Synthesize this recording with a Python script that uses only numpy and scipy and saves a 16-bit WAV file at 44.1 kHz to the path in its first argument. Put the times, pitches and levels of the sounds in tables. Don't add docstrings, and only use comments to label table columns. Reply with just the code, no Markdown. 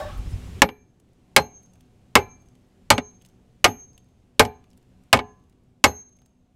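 import sys
import numpy as np
from scipy import signal
from scipy.fft import rfft, irfft
from scipy.io import wavfile
from scipy.ndimage import uniform_filter1d

SR = 44100
rng = np.random.default_rng(int(sys.argv[2]) if len(sys.argv) > 2 else 0)


def attenuation_scalar(level_db):
    decades = np.asarray(level_db, float) / 20
    return 10 ** decades


def generate_wav(signal):
    frames = np.transpose(np.atleast_2d(signal))
    scaled = np.clip(frames, -1, 1) * 32767
    pcm = np.round(scaled).astype(np.int16)
    wavfile.write(sys.argv[1], SR, pcm)


N = 288855

BLOW_S = [.619, 1.3634, 2.1539, 2.9032, 3.6431, 4.3948, 5.1288, 5.8402]
# (strength [dB], bass weight [dB], treble weight [dB], extra damping [dB/s], overshoot [dB])
BLOWS = [
    (2, 3, -3.5, 151.5, 7),
    (5, -1, 0.5, 46.5, 5),
    (5, -0.5, -2.5, 43.5, 3.5),
    (5, -1.5, 0.5, 47.5, 2.5),
    (5, -1.5, -0.5, 32.5, 2.5),
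    (5, 2.5, 1, 38.5, 0.5),
    (5, 1, -2, 39, 2),
    (5, -1.5, 1.5, 40.5, 0.5),
]
# (frequency [Hz], rise [s])
CLANG_RISE = [(60, .02), (250, 0.002), (800, 0.0027), (2000, 0.00088), (4000, 0.00036), (16000, 0.00031)]


def evened(x):
    return x / np.sqrt(np.mean(x ** 2) + 1e-20)


def read(points, hz):
    f, value = np.transpose(points)
    return np.interp(np.log(hz + 1), np.log(f + 1), value)


def add(mix, s, sound):
    part = mix[round(s * SR):][:len(sound)]
    part += sound[:len(part)]


def resonate(x, hz, width):
    turn = np.exp(2j * np.pi * np.cumsum(hz * np.ones(len(x))) / SR)
    r = np.exp(-np.pi * width / SR)
    return 2 * (turn * signal.lfilter([1 - r], [1, -r], x / turn)).real


def resonate_twice(x, hz, width):
    return resonate(resonate(x, hz, width), hz, width)


def rings(hz, t60, rise, t):
    hz, t60, rise = hz[:, None], t60[:, None], rise[:, None]
    decay = np.exp(-np.log(1000) * t / t60)
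    return np.sin(2 * np.pi * hz * t) * decay * (1 - np.exp(-t / rise))


def wobble(count, per_s, depth_db):
    span = int(SR / per_s / 2)
    slow = uniform_filter1d(uniform_filter1d(rng.standard_normal(count), span), span)
    return attenuation_scalar(depth_db * evened(slow))


def noise(spectrum, patchy_db):
    frames, hz = N // 256 + 5, np.fft.rfftfreq(1024, 1 / SR)
    a, b, patches = rng.standard_normal((frames, 513, 3)).T
    patches = uniform_filter1d(patches, size=8, axis=0)
    patches = evened(uniform_filter1d(patches, size=14, axis=1))
    z = (a + 1j * b) * attenuation_scalar(read(spectrum, hz)[:, None] + patchy_db * patches)
    return evened(signal.istft(z, nperseg=1024, noverlap=768)[1][:N])


def background():
    # (frequency [Hz], density [dB/Hz])
    hum_colour = [(12, -51), (20, -20), (55, 5), (178, -5.5), (209, -5), (329, -11.5), (447, -14),
                  (619, -19), (728, -19.5), (1500, -36.5), (1950, -63.5), (3300, -120)]
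    # (frequency [Hz], density [dB/Hz])
    hiss_colour = [(590, -41), (1000, 0.5), (1210, -2), (2830, -1.5), (4600, -7), (7290, -8),
                   (13500, -17.5), (16300, -26)]
    # (frequency [Hz], width [Hz], level [dB])
    machines = [(122, 9.4, -63.5), (186, 13, -64), (249, 8.7, -64.5), (380, 9, -72.5), (734, 7, -77)]
    # (time [s], gain [dB])
    recorder_gain = [(0, 2), (.6, 1), (.64, -24), (1.35, -16.5), (2.9, -16.5), (4.3, -20), (5.1, -17),
                     (5.8, -23.5), (6.55, -24.5)]
    hum_level_db, hum_follows, hiss_level_db = -47, .7, -56
    shake_db, shake_s = 6, .3
    duck_db, duck_s = -4, .35

    t = np.arange(N) / SR
    gain_db = np.interp(t, *np.transpose(recorder_gain))
    since_blow = t - np.array([-9, *BLOW_S])[np.searchsorted(BLOW_S, t)]
    hum = noise(hum_colour, 1.2)
    for hz, width, db in machines:
        hum = hum + attenuation_scalar(db + 54.5) * evened(resonate_twice(rng.standard_normal(N), hz, width))
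    hiss = noise(hiss_colour, .8)
    hum_db = hum_level_db + hum_follows * gain_db + shake_db * np.exp(-since_blow / shake_s)
    hiss_db = hiss_level_db + gain_db + duck_db * np.exp(-since_blow / duck_s)
    return attenuation_scalar(hum_db) * hum + attenuation_scalar(hiss_db) * hiss


def opening():
    # (frequency [Hz], level [dB], t60 [s])
    clank_modes = [(596, -2, 0.29), (763, -16.5, 0.73), (843, -17.5, 0.62), (1114, -15.5, 5.0),
                   (1550, -21, 0.38), (1763, -23, 0.52), (2332, -40, 5.0), (3780, -33, 0.52),
                   (3780, -25, 0.16), (5270, -33, 0.47)]
    # (time [s], level [dB], half width [s])
    hand_bumps = [
        (0.195, -28.5, 0.02),
        (0.273, -26.5, 0.012),
        (0.345, -27.5, 0.022),
    ]
    end_s, rumble_db = .62, -38.5

    t, out = np.arange(0, end_s, 1 / SR), np.zeros(N)
    hz = np.interp(t, t[[0, -1]], (44.7, 69))
    rumble = resonate(resonate(rng.standard_normal(len(t)), hz, 40), hz, 48)
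    rumble = rumble / np.sqrt(uniform_filter1d(rumble ** 2, size=1200))
    level = attenuation_scalar(rumble_db)
    for s, db, half_s in hand_bumps:
        level = level + attenuation_scalar(db) * np.exp(-((t - s) / half_s) ** 2)
    tail = np.zeros(len(t))
    for mode_hz, db, t60 in clank_modes:
        rattle = evened(resonate(rng.standard_normal(len(t)), mode_hz, 21))
        tail += attenuation_scalar(db - 60 * t / min(t60, .6)) * rattle
    add(out, 0, level * rumble * signal.windows.tukey(len(t), .1) + attenuation_scalar(-25) * tail)
    return out


def stirs():
    # (time [s], level [dB], frequency [Hz], width [Hz], length [s])
    puffs = [
        (.03, -50, 1240, 150, .2),
        (0, -52, 1600, 320, .16),
        (0, -53, 2650, 2400, .2),
        (.012, -43, 602, 45, .075),
        (.167, -57, 12100, 6900, .026),
        (.256, -64, 5190, 140, .041),
        (.316, -58, 5190, 140, .036),
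        (.472, -50, 740, 380, .018),
        (.552, -49, 382, 62, .048),
        (.281, -60, 8100, 4900, .058),
    ]
    out = np.zeros(N)
    for s, db, hz, width, length_s in puffs:
        puff = resonate_twice(rng.standard_normal(9000), hz, width)
        puff = puff[-round(length_s * SR):]
        add(out, s, attenuation_scalar(db) * evened(puff) * np.hanning(len(puff)))
    return out


def dust():
    per_blow, first_s, last_s, loudest_db = 3, .2, .55, -72
    when, size, pitch = rng.random((len(BLOW_S) * per_blow, 3)).T
    s = np.repeat(BLOW_S, per_blow) + first_s + (last_s - first_s) * when
    ring_db = loudest_db - 8 * size
    return list(zip(s, ring_db, ring_db + 3, 2300 + 2000 * pitch))


def flakes():
    # (time [s], ring [dB], crack [dB], pitch [Hz])
    landings = [(0.999, -64.5, -60.5, 3000), (1.6238, -80.5, -67.5, 1612), (1.6317, -65, -60, 2450),
                (1.6599, -60.5, -70, 5770), (1.7346, -74.5, -57, 3760), (1.7554, -57.5, -67, 1480),
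                (1.8071, -58.5, -57.5, 3065), (2.42, -76.5, -67.5, 2370), (2.4855, -61.5, -62.5, 5880),
                (2.5522, -60, -64, 2413), (3.2134, -57.5, -76, 2984), (3.22, -55.5, -57, 3200),
                (3.2488, -49.5, -57, 3040), (3.2568, -58, -60, 3113), (3.287, -62, -62, 5800),
                (3.9312, -63, -67, 4980), (3.9775, -49.5, -52, 2840), (4.64, -54, -76, 2330),
                (4.7023, -62, -61, 5790), (4.7124, -59, -75, 4950), (4.7313, -59.5, -63, 2980),
                (4.7746, -76, -55, 2440), (5.0361, -66, -64.5, 1510), (5.4961, -72, -65, 4950),
                (5.5252, -64, -73, 2860), (3.2607, -66, -53, 5000), (6.1675, -65, -65.5, 5770),
                (6.1879, -62, -69, 2330), (6.2174, -54, -78, 1000), (6.2595, -61, -58, 5100)]
    t, out = np.arange(1200) / SR, np.zeros(N)
    shape = np.exp(-t / .0033) * (1 - np.exp(-t / .0004))
    for s, ring_db, crack_db, hz in [*landings, *dust()]:
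        a, b = rng.standard_normal((len(t), 2)).T
        ring = evened(resonate(a, hz, 580)) + 0.25 * evened(resonate_twice(a, 3500, 5000))
        crack = evened(resonate_twice(b, 7900, 7600))
        add(out, s, (attenuation_scalar(ring_db - 2) * ring + attenuation_scalar(crack_db + 1) * crack) * shape)
    return out


def head_top():
    pair_hz = [11725, 11677]
    # (upper [dB], lower [dB], fade [dB/s])
    pair_levels = [
        (-70, -41, 259.5),
        (-39, -46, 308),
        (-42, -58, 290.5),
        (-44.5, -55, 302),
        (-37.5, -53, 234.5),
        (-34.5, -48, 332),
        (-45.5, -60.5, 331),
        (-36, -63, 263.5),
    ]
    t, out = np.arange(SR // 3) / SR, np.zeros(N)
    pair = np.sin(2 * np.pi * np.outer(pair_hz, t)) * np.minimum(t / .012, 1)
    for s, (upper_db, lower_db, fade_db) in zip(BLOW_S, pair_levels):
        weight = np.sqrt(2) * attenuation_scalar([upper_db, lower_db])
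        add(out, s, weight @ pair * attenuation_scalar(-fade_db * t))
    return out


def head():
    # (start [s], lift [s], level at the lift [dB], fade before it [dB/s], echo share [0-1])
    head_rings = [
        (.66, 0.818, -68, 12.5, .5),
        (1.383, 1.573, -51.5, 3.5, .4),
        (2.173, 2.339, -57, 42, .7),
        (2.929, 3.083, -51.5, 42, .35),
        (3.669, 3.825, -47, 16.5, .5),
        (4.45, 4.575, -72.5, 92.5, 0.58),
        (5.193, 5.302, -66, 77, .5),
        (5.859, 5.995, -43.5, 41, .5),
    ]
    head_hz, echo_growth = 6402, 2
    beats_per_s, beat_growth = 7.9, 56
    lifted_db_per_s = 156
    after_db, after_db_per_s = -21.5, 56

    out = np.zeros(N)
    for start, lift, db, fade_db, share in head_rings:
        t = np.arange(start - lift, .5, 1 / SR)
        moving = np.maximum(t, 0)
        cycles = beats_per_s * t + beat_growth * moving ** 2
        echo = np.clip(share + echo_growth * share * moving, 0, .9) * np.exp(2j * np.pi * cycles)
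        level = attenuation_scalar(db - fade_db * np.minimum(t, 0)) * abs(1 + echo) / (1 + share)
        level = level * (attenuation_scalar(-lifted_db_per_s * moving) + attenuation_scalar(after_db - after_db_per_s * moving))
        soft = np.minimum((t - t[0]) / .015, 1) * wobble(len(t), 30, 1.5)
        add(out, start, np.sqrt(2) * level * soft * np.sin(2 * np.pi * head_hz * t))
    return out


def lasting():
    # (frequency [Hz], level [dB], t60 [s])
    ringing_parts = [
        [(420, 0, .3)],
        [(720, 0, .3), (775, 0, .3), (870, -3, .25)],
        [(1023, 0, .4), (1140, -12, .8), (1680, -15, .43), (1703, -12, .43)],
        [(2351, 0, .4), (2323, -9, .3)],
        [(4049, 0, .45), (4074, -5, .45)],
        [(4180, 0, .13)],
    ]
    # (pan [dB], rail [dB], bracket [dB], hammer head [dB], bolt
    # [dB])
    parts_left = [(-62, -77, -78, -69, -87), (-63, -67.5, -76, -76, -88.5), (-66.5, -68, -66.5, -64, -81),
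                  (-56.5, -67, -67.5, -72, -76.5), (-66, -71.5, -76.5, -77, -92.5),
                  (-56, -59.5, -64, -72.5, -83), (-55, -61.5, -58.5, -88.5, -92.5),
                  (-68, -71.5, -77, -86, -79)]
    plate_left = [-114, -95.5, -112, -104, -112, -110, -112, -101]
    left_s = .16

    t, out = np.arange(SR // 2 + 8000) / SR, np.zeros(N)
    for modes, levels_db in zip(ringing_parts, [*np.transpose(parts_left), plate_left]):
        hz, db, t60 = np.transpose(modes)
        tones = rings(hz, t60, np.full(len(hz), .007), t)
        for s, left_db in zip(BLOW_S, levels_db):
            uneven = [wobble(len(t), 12, 2) for _ in hz]
            start_db = left_db + db + 60 * left_s / t60
            add(out, s, np.sqrt(2) * attenuation_scalar(start_db) @ (tones * uneven))
    return out


def clang(t, colour):
    # (frequency [Hz], density [dB/Hz])
    clang_colour = [(29, -39), (60, -12.5), (110, -11), (160, -17.5), (240, -10), (310, -16), (520, -6),
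                    (640, -8), (850, 0.5), (1400, -8.5), (2500, -7), (5000, -13.5), (11700, -23.5),
                    (16000, -45)]
    # (frequency [Hz], t60 [s])
    clang_decay = [(60, .25), (250, 0.21), (800, 0.067), (2000, 0.063), (4000, 0.043), (8000, 0.042),
                   (16000, 0.02)]
    # (frequency [Hz], level [dB])
    scattered = [(300, -23.5), (2000, -23.5), (6000, -20), (14000, -14.5)]
    tail_stretch, lumpy_db = 2.5, 3

    hz, centres = np.fft.rfftfreq(len(t), 1 / SR), np.geomspace(50, 16000, num=18)
    place = np.interp(np.log(hz + 1), np.log(centres), np.arange(len(centres)))
    distance = place - np.arange(len(centres))[:, None]
    bands = np.cos(np.pi / 2 * np.clip(distance, -1, 1)) ** 2
    z = rfft(rng.standard_normal(len(t))) * attenuation_scalar(read(clang_colour, hz)) * wobble(len(hz), 1500, lumpy_db)
    z = z / np.linalg.norm(z) * len(t) / 2 * attenuation_scalar(read(colour, hz))
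    t60, rise = read(clang_decay, centres)[:, None], read(CLANG_RISE, centres)[:, None]
    snap = 1 + 0.8 * np.exp(-t / (.05 * t60))
    direct = snap * attenuation_scalar(-60 * t / t60)
    tail = attenuation_scalar(read(scattered, centres)[:, None] - 60 * t / t60 / tail_stretch)
    shape = (direct + tail) * (1 - np.exp(-t / rise))
    return (irfft(bands * z, len(t)) * shape).sum(axis=0)


def hammer():
    # (frequency [Hz], level [dB], t60 [s])
    strong_modes = [(79, -15.5, 0.17), (253.4, -7, 0.082), (572, -0.5, 0.046), (828.5, -10, 0.16),
                    (1026, -3, 0.061), (1226, -8, 0.082), (1556, -13, 0.088), (1660, -12.5, 0.023),
                    (2214, -2, 0.065), (2900, 7, .012)]
    # (time [s], strength [dB], bass weight [dB], treble weight [dB], extra damping [dB/s])
    rebounds = [
        (0.6892, -27.5, 10, -16, 250),
        (2.9797, -15, 9.5, -8.5, 256),
        (4.4503, -29, -0.5, 2.5, 200),
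        (5.161, -29.5, -8.5, -0.5, 152),
        (5.1712, -23, -1, -4, 224),
        (5.1901, -18, 4, -14, 200),
    ]
    frame_db, spread_db = -7.5, 2

    t, out = np.arange(2 ** 14) / SR, np.zeros(N)
    hz, single_db, t60 = np.transpose(strong_modes)
    modes = rings(hz, t60, read(CLANG_RISE, hz), t)
    blows = [(s, *row[:4]) for s, row in zip(BLOW_S, BLOWS)]
    for s, db, bass_db, treble_db, damping_db in [*blows, *rebounds]:
        sign, chance = rng.standard_normal((len(hz), 2)).T
        colour = [(300, bass_db), (1200, 0.00056), (2500, 0.0078), (7000, treble_db)]
        weight = np.sign(sign) * attenuation_scalar(frame_db + single_db + read(colour, hz) + spread_db * chance)
        add(out, s, attenuation_scalar(db - damping_db * t) * (weight @ modes + clang(t, colour)))
    return out


def shop(x):
    # (frequency [Hz], t60 [s])
    room_decay = [(100, 0.46), (400, 0.34), (1500, .45), (3500, .3), (7000, .2), (14000, 0.14)]
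    taps = np.zeros(SR)
    at = np.arange(200, SR - 20, 20) + rng.integers(0, 20, size=(SR - 201) // 20)
    taps[at] = rng.choice([-1., 1.], at.shape)
    hz, t, z = signal.stft(taps, SR, nperseg=256)
    z = z * attenuation_scalar(-60 * t / read(room_decay, hz)[:, None])
    tail = signal.istft(z, SR, nperseg=256)[1]
    return signal.fftconvolve(x, tail / np.linalg.norm(tail))[:N]


def scene():
    blows, ticks = hammer(), flakes()
    metal = blows + lasting() + head() + head_top()
    dulled = resonate(blows, 1500, 3300)
    echo = shop(attenuation_scalar(-44) * dulled + attenuation_scalar(-16.5) * ticks)
    return (metal + ticks + echo + opening() + stirs() + background())[None]


def low_pass(x):
    return signal.sosfilt(signal.butter(12, 16480, fs=SR, output="sos"), x)


def record(dry):
    rounded = .66 * np.tanh(dry / .66)
    t, late_db = np.arange(2000) / SR, np.zeros(N)
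    for s, (*_, overshoot_db) in zip(BLOW_S, BLOWS):
        hold_s = .00042 * overshoot_db
        add(late_db, s, overshoot_db * np.exp(-(t / hold_s) ** 2))
    full = np.clip(rounded * attenuation_scalar(late_db), -1, 1)
    top_edge = signal.firwin(255, 16000, fs=SR)[None]
    smooth = signal.oaconvolve(full, top_edge, "same")
    return low_pass(np.clip(smooth, -1, 1))


dry = scene()
out = record(dry)
generate_wav(out)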